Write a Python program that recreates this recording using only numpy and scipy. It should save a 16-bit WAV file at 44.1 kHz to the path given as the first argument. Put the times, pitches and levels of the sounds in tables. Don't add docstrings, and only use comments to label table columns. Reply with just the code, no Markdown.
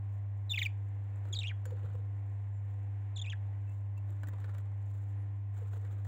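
import sys
import numpy as np
from scipy import signal
from scipy.fft import rfft, irfft, next_fast_len
from scipy.io import wavfile
from scipy.ndimage import uniform_filter1d, map_coordinates

SR = 44100
rng = np.random.default_rng(int(sys.argv[2]) if len(sys.argv) > 2 else 0)


def int16_out(signal):
    q = np.round(np.clip(np.atleast_2d(signal).T, -1, 1) * 32767)
    wavfile.write(sys.argv[1], SR, q.astype(np.int16))


N = 267819
T = np.arange(N) / SR
TREBLE_LIMIT_HZ = 15830

# start_s, length_s, dull_db, bright_db
RUSTLE_SPELLS = [(.09, .12, -82, -85.5), (1.12, 0.13, -74, -84.5), (1.215, 0.2, -63, -81),
                 (1.593, 0.51, -62, -83), (2.6, 0.18, -79, -88.5), (3.661, 0.15, -79, -81.5),
                 (4.03, 0.26, -66.5, -80), (4.21, 0.53, -63, -82), (4.722, 0.5, -71.5, -80.5),
                 (5.513, 0.22, -63.5, -74.5), (5.7, .12, -60.5, -72), (5.785, 0.27, -63.5, -81),
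                 (6.025, 0.21, -56.5, -63)]
# frequency_hz, gain_db
DULL_SPECTRUM = [(130, 7), (250, 6), (500, 7.5), (900, -1), (1500, 1.5), (2300, -11.5), (3800, -14.5),
                 (5200, -33.5), (16000, -42)]
# frequency_hz, gain_db
BRIGHT_SPECTRUM = [(1500, -22.5), (3600, 0), (5200, -12), (7300, 7.5), (9000, -8), (12500, -7.5),
                   (15000, -1.5), (16000, 1.5)]


def amp(db):
    return 10 ** (np.asarray(db) / 20)


def unit(x):
    return x / np.sqrt(np.mean(x ** 2) + 1e-20)


def read(points, hz):
    frequencies, values = np.transpose(points)
    return np.interp(np.log(hz + 1), np.log(frequencies + 1), values)


def add(mix, start_s, sound):
    part = mix[max(round(start_s * SR), 0):][:len(sound)]
    part += sound[:len(part)]


def colour(x, spectrum):
    size = next_fast_len(N + 4096)
    gain = amp(read(spectrum, np.fft.rfftfreq(size, 1 / SR)))
    return irfft(rfft(x, size) * gain, size)[:N]


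def noise(spectrum):
    return unit(colour(rng.standard_normal(N), spectrum))


def drift(rate_hz):
    knots, coarse_s = rng.standard_normal(N // 8), T[::16]
    curve = map_coordinates(knots, [coarse_s * 2 * rate_hz], order=2, mode="wrap")
    return unit(np.interp(T, coarse_s, curve))


def room(x, tail_db=-15, reflections_per_s=3000):
    # frequency_hz, fade_s
    fade_times = [(300, 0.8), (1800, 0.1), (2700, 0.25), (4000, 0.22), (8000, 0.24), (16000, 0.13)]
    # delay_s, level_db
    near_echoes = [(.0017, -14), (.0031, -15.5), (.0052, -8.5), (.0074, -17), (.0093, -17.5),
                   (.0142, -21.5), (.021, -26), (.029, -30)]
    # frequency_hz, gain_db
    echo_spectrum = [(200, -6), (1800, 1), (2400, -6), (3100, -3.5), (3800, -9), (5000, -6), (16000, -12)]
    t = np.arange(SR // 2) / SR
    signs = rng.choice([-1., 1.], len(t))
    reflections = signs * (rng.random(len(t)) < reflections_per_s / SR) * (t > .008)
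    hz, frame_s, bands = signal.stft(reflections, SR, nperseg=256)
    fade = amp(-60 * frame_s / read(fade_times, hz)[:, None])
    tail = signal.istft(bands * fade, SR, nperseg=256)[1][:len(t)]
    echo = amp(tail_db) * tail / np.linalg.norm(tail)
    for delay_s, level_db in near_echoes:
        echo[round(delay_s * SR)] += amp(level_db)
    return x + colour(signal.fftconvolve(x, echo)[:N], echo_spectrum)


def air(rush_db=-64, rumble_db=-69, swell_db=1.0):
    # frequency_hz, gain_db
    rush_spectrum = [(130, 4), (230, -2), (450, -3.5), (570, -9), (750, 1.5), (1000, -6), (1300, -12),
                     (1900, -7), (2600, -15.5), (3600, -25), (5200, -38), (7300, -29), (9500, -42),
                     (15500, -46.5)]
    # frequency_hz, gain_db
    rumble_spectrum = [(15, -13), (50, -11.5), (90, -5), (140, 13), (220, -14), (600, -58.5)]
    rush = amp(rush_db + swell_db * drift(3.3)) * noise(rush_spectrum)
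    return rush + amp(rumble_db) * noise(rumble_spectrum)


def motor(hum_hz=100.17, waver_db=0.35, overtone_waver=0.28, whine_waver=0.076):
    # multiple_of_hum_hz, level_db
    hum_tones = [(1, -37.5), (2, -76.5), (3, -69.5), (5, -74.5), (6, -77.5), (7, -78), (8, -87), (9, -84),
                 (10, -84), (11, -83.5)]
    # pitch_hz, level_db
    whine_tones = [(75, -68), (275, -78.5), (375, -80), (638, -81.5), (735, -81), (772, -87.5), (837, -84),
                   (1039, -78.5)]
    phase = 2 * np.pi * hum_hz * T + 0.035 * drift(3)
    out = amp(hum_tones[0][1] + waver_db * drift(5.5)) * np.sin(phase)
    for multiple, level_db in hum_tones[1:]:
        gain = amp(level_db) * (1 + overtone_waver * drift(1.8))
        out += gain * np.sin(multiple * phase + 2 * np.pi * rng.random())
    for pitch_hz, level_db in whine_tones:
        gain = amp(level_db) * (1 + whine_waver * drift(2.4))
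        out += gain * np.sin(2 * np.pi * pitch_hz * T + drift(1.5))
    return np.sqrt(2) * out


def rustle(bright_grain_db=5, dull_grain_db=3.5, clump_db=3.5, fidget_db=-90, fidget_swell_db=3):
    dull_gain = np.zeros(N)
    bright_gain = amp(fidget_db + fidget_swell_db * drift(5.1))
    for start_s, length_s, dull_db, bright_db in RUSTLE_SPELLS:
        stroke = signal.windows.tukey(int(length_s * SR), .7)
        add(dull_gain, start_s, amp(dull_db) * stroke)
        add(bright_gain, start_s, amp(bright_db) * stroke)
    clumps = clump_db * drift(35).clip(-1.5, 1.5)
    rub = unit(amp(clumps + dull_grain_db * drift(150).clip(-2, 2)) * noise(DULL_SPECTRUM))
    scratch = unit(amp(clumps + bright_grain_db * drift(630)) * noise(BRIGHT_SPECTRUM))
    return dull_gain * rub + bright_gain * scratch


def patter(ticks_per_s=12, pitch_range_hz=(674, 1670), scatter_db=3):
    rows = []
    for start_s, length_s, dull_db, bright_db in RUSTLE_SPELLS:
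        for slot, (when, pitch, force) in enumerate(rng.random(size=(30, 3))):
            delay_s = (slot + when) / ticks_per_s
            force_db = scatter_db * (2 * force - 1)
            pitch_hz = np.interp(pitch, (0, 1), pitch_range_hz)
            if delay_s < length_s:
                rows.append((start_s + delay_s, dull_db - 2 + force_db, pitch_hz,
                             bright_db + 4 + force_db))
    return rows


def ticks(rise_s=0.00062, fade_s=0.033, knock_db=-1, edge_boost_db=3, sharpness=9.9):
    # start_s, level_db, pitch_hz, edge_db
    clear_ticks = [(1.253, -51.5, 912, -72), (1.6538, -48.5, 1560, -48.5), (1.706, -51.5, 1650, -64),
                   (1.9524, -54.5, 926, -69), (3.977, -61.5, 902, -62.5), (4.2328, -45, 1540, -58),
                   (4.271, -58, 1800, -57), (4.285, -52, 1680, -56.5), (4.334, -49, 990, -72),
                   (4.3828, -57, 1080, -72), (4.4418, -47.5, 1480, -70), (4.4933, -50.5, 1460, -71.5),
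                   (4.5476, -49, 1070, -69), (4.5817, -53.5, 1800, -56.5), (5.8483, -53.5, 1600, -72),
                   (6.0493, -55.5, 1730, -74)]
    out, t = np.zeros(N), np.arange(SR // 8) / SR
    white, dull, bright = rng.standard_normal(N), noise(DULL_SPECTRUM), noise(BRIGHT_SPECTRUM)
    attack = 1 - np.exp(-t / rise_s)
    for start_s, level_db, pitch_hz, edge_db in list(clear_ticks) + patter():
        piece = (round(start_s * SR) + np.arange(len(t))) % N
        knock = unit(signal.lfilter(*signal.iirpeak(pitch_hz, sharpness, SR), white[piece]))
        wood = amp(level_db - 60 * t / fade_s) * (amp(knock_db) * knock + dull[piece])
        edge = amp(edge_boost_db + edge_db - 75 * t / fade_s) * bright[piece]
        add(out, start_s, attack * (wood + edge))
    return out


def bumps(length_s=0.02715, sag=0.063):
    # middle_s, level_db, pitch_hz
    hand_bumps = [(1.312, -53.5, 362), (1.670, -47, 490), (1.728, -40.5, 483), (1.847, -47.5, 477),
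                  (1.852, -38.5, 104), (1.907, -46, 121), (1.955, -47, 486), (1.96, -40, 101),
                  (2.003, -54.5, 473), (4.115, -54, 329), (4.24, -52, 265), (4.281, -51.5, 281),
                  (5.626, -45.5, 473), (5.779, -52, 460)]
    out, position = np.zeros(N), np.linspace(-1, 1, int(length_s * SR))
    swell = np.cos(np.pi * position / 2) ** 2
    for middle_s, level_db, pitch_hz in hand_bumps:
        phase = 2 * np.pi * np.cumsum(pitch_hz * (1 - sag * position)) / SR
        add(out, middle_s - length_s / 2, amp(level_db) * swell * np.sin(phase))
    return out


def wire(start_s=1.66, ring_db=-77, rattle_db=1.5):
    # pitch_hz, gain_db, fade_s (time to fall 60 dB)
    wire_tones = [(3760, -15, .25), (4500, 3, 0.26), (5370, -8, 0.22), (6500, -1, 0.18), (7020, 11.5, 0.29),
                  (10900, -6, .2)]
    out, t = np.zeros(N), np.arange(SR // 2) / SR
    for pitch_hz, gain_db, fade_s in wire_tones:
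        choke_db = rattle_db * abs(drift(80)[:len(t)])
        gain = amp(ring_db + gain_db - 60 * t / fade_s - choke_db)
        add(out, start_s, gain * np.sin(2 * np.pi * pitch_hz * t))
    return out


def peeps_and_squeak(quiver=0.011):
    # start_s, length_s, pitch_hz, slide (share of the pitch), level_db
    thin_tones = [(2.52, 0.089, 7360, -0.021, -78.5), (3.67, 0.057, 2640, 0.005, -67.5),
                  (3.969, 0.02, 2654, 0.0087, -63), (4.281, 0.013, 15440, 0, -58),
                  (5.156, 0.098, 10000, -0.071, -84.5)]
    out = np.zeros(N)
    for start_s, length_s, pitch_hz, slide, level_db in thin_tones:
        progress = np.linspace(0, 1, int(length_s * SR))
        hz = pitch_hz * (1 + slide * progress + quiver * drift(420)[:len(progress)])
        swell = np.sin(np.pi * progress).clip(0) ** .5
        add(out, start_s, amp(level_db) * swell * np.sin(2 * np.pi * np.cumsum(hz) / SR))
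    return out


def syllables(t, start_s, end_s, attack_s=0.0024, release_s=0.0044):
    # start_s, length_s, first_hz, middle_hz, last_hz, effort_db, swell_db, overtones_db
    slides = [(.494, 0.032, 4080, 3570, 3640, -32.5, 12.5, -7),
              (0.533, 0.018, 2926, 2693, 2507, -30, 2, -5), (0.555, 0.012, 2900, 3525, 2890, -32.5, 6, -13),
              (0.573, .015, 2663, 2220, 1907, -29.5, 8, -8), (0.588, 0.025, 4095, 3105, 2974, -33, -7, -5),
              (0.614, 0.012, 2900, 2280, 1890, -28.5, 4, -5),
              (0.627, 0.024, 3830, 3287, 2950, -35, -11, -2.5),
              (.650, 0.018, 2980, 2520, 2330, -29.5, 1.5, -5.5),
              (1.326, .016, 3940, 3353, 3380, -36, 13, 8),
              (1.344, 0.0047, 3500, 2545, 2200, -45.5, 0, 15.5),
              (1.349, 0.028, 4960, 3873, 3830, -35.5, 1.5, -6.5),
              (1.387, 0.013, 3900, 3736, 4140, -31, -6, -8.5),
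              (1.402, 0.024, 4050, 3000, 2745, -39.5, 3, -0.5),
              (1.430, 0.0082, 4600, 3480, 2620, -39, 4, 0), (1.437, 0.036, 2350, 2660, 2940, -37.5, 6, -5),
              (1.472, 0.025, 3236, 3260, 2640, -36.5, -3, -7.5),
              (1.496, 0.024, 2600, 2210, 1300, -44.5, 1, -12),
              (3.158, .017, 4370, 3566, 3550, -44, 10, 5.5),
              (3.177, 0.0056, 3350, 2560, 2390, -45.5, -5, 17), (3.18, .023, 4200, 3436, 3380, -43, 16, 0),
              (3.214, 0.012, 3550, 3555, 3520, -38, 0, 1.5), (3.239, .016, 3050, 2685, 2360, -44.5, 1, -5),
              (3.259, .006, 4250, 3480, 2700, -47, 0, 1), (3.265, 0.038, 2290, 2610, 2760, -43.5, -2, -5.5),
              (3.297, 0.028, 3340, 3120, 2700, -41.5, 6, -3.5),
              (3.323, 0.015, 2650, 1886, 1610, -44, 9, -2)]
    rows = [row for row in slides if start_s <= row[0] < end_s]
    hz = np.full(len(t), float(rows[0][2]))
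    gain, overtones_db = np.zeros(len(t)), np.zeros(len(t))
    for onset_s, length_s, first_hz, middle_hz, last_hz, effort_db, swell_db, bright_db in rows:
        progress = np.clip((t - onset_s) / length_s, 0, 1)
        bend_hz = (2 * middle_hz - first_hz - last_hz) * 2 * progress * (1 - progress)
        hz = np.where(t >= onset_s, first_hz + (last_hz - first_hz) * progress + bend_hz, hz)
        overtones_db = np.where(t >= onset_s, bright_db, overtones_db)
        attack = np.clip((t - onset_s) / attack_s, 0, 1)
        release = np.clip(.5 + (onset_s + length_s - t) / release_s, 0, 1)
        gain += attack * release * amp(effort_db + swell_db * (progress - .5))
    return uniform_filter1d(hz, size=60), gain, uniform_filter1d(overtones_db, size=60)


def chirp(start_s, end_s, treble_db, rasp_db, quiver, dips_db=4, flutter_db=3, buzz_hz=235, buzz=0.19):
    # pitch_hz, gain_db
    main_spectrum = [(1300, -1.5), (2000, -3), (2300, 1), (2600, -1), (3000, -9), (3300, -3.5),
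                     (3600, -0.5), (4000, -3.5), (4700, -7)]
    # frequency_hz, gain_db
    throat_spectrum = [(3400, 1.5), (4400, -8), (5400, -21.5), (6400, -11), (7200, -4), (8200, -18.5),
                       (9200, -21.5), (11300, -21.5), (12800, -23), (14800, -1), (16000, -2)]
    # frequency_hz, gain_db
    rasp_spectrum = [(1200, -3), (3000, 3.5), (5300, -0.5), (7300, -10.5), (9500, -5.5), (12500, -19.5),
                     (14800, 7), (16000, -8)]
    beam = [(8000, 0), (11000, treble_db / 2), (15000, treble_db)]
    t = np.arange(start_s, end_s, 1 / SR)
    n = len(t)
    pitch, gain, overtones_db = syllables(t, start_s, end_s)
    hoarse = .5 + np.linspace(0, 1, n)
    hz = pitch * (1 + quiver * hoarse * drift(500)[:n])
    effort = gain * amp(5 * np.log2(hz / 3500))
    phase = 2 * np.pi * np.cumsum(hz) / SR
    dip_db = dips_db * hoarse * drift(300)[:n].clip(0)
    voice = gain * amp(read(main_spectrum, hz) - dip_db) * np.sin(phase)
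    for multiple in range(2, 7):
        overtone_hz = multiple * hz
        level_db = overtones_db - 8 * np.log2(multiple) + flutter_db * drift(133.4)[:n]
        level_db += read(throat_spectrum, overtone_hz) + read(beam, overtone_hz)
        voice += effort * amp(level_db) * np.sin(multiple * phase) * (overtone_hz < TREBLE_LIMIT_HZ)
    rasp = colour(noise(rasp_spectrum), beam)[:n]
    voice += effort * rasp * amp(rasp_db + 6 * (hoarse - 4))
    pulsing = 1 + buzz * hoarse ** 2 / 2 * np.sin(2 * np.pi * buzz_hz * t + drift(40)[:n])
    return voice * pulsing


def budgerigars():
    # start_s, end_s, treble_db, rasp_db (both relative), quiver (share of the pitch)
    calls = [(0.488, .68, 0.5, -13.5, 0.01), (1.323, 1.53, -17.5, -16, 0.029),
             (3.152, 3.346, -25, -19, 0.015)]
    out = np.zeros(N)
    for start_s, end_s, treble_db, rasp_db, quiver in calls:
        add(out, start_s, chirp(start_s, end_s, treble_db, rasp_db, quiver))
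    return out


def scene():
    near = budgerigars() + peeps_and_squeak() + wire() + bumps() + ticks()
    return (room(near) + rustle() + motor() + air())[None]


def record(dry):
    low_pass = signal.firwin(1023, TREBLE_LIMIT_HZ, window=("kaiser", 9), fs=SR)
    return signal.oaconvolve(dry, low_pass[None], "same")


dry = scene()
out = record(dry)
int16_out(out)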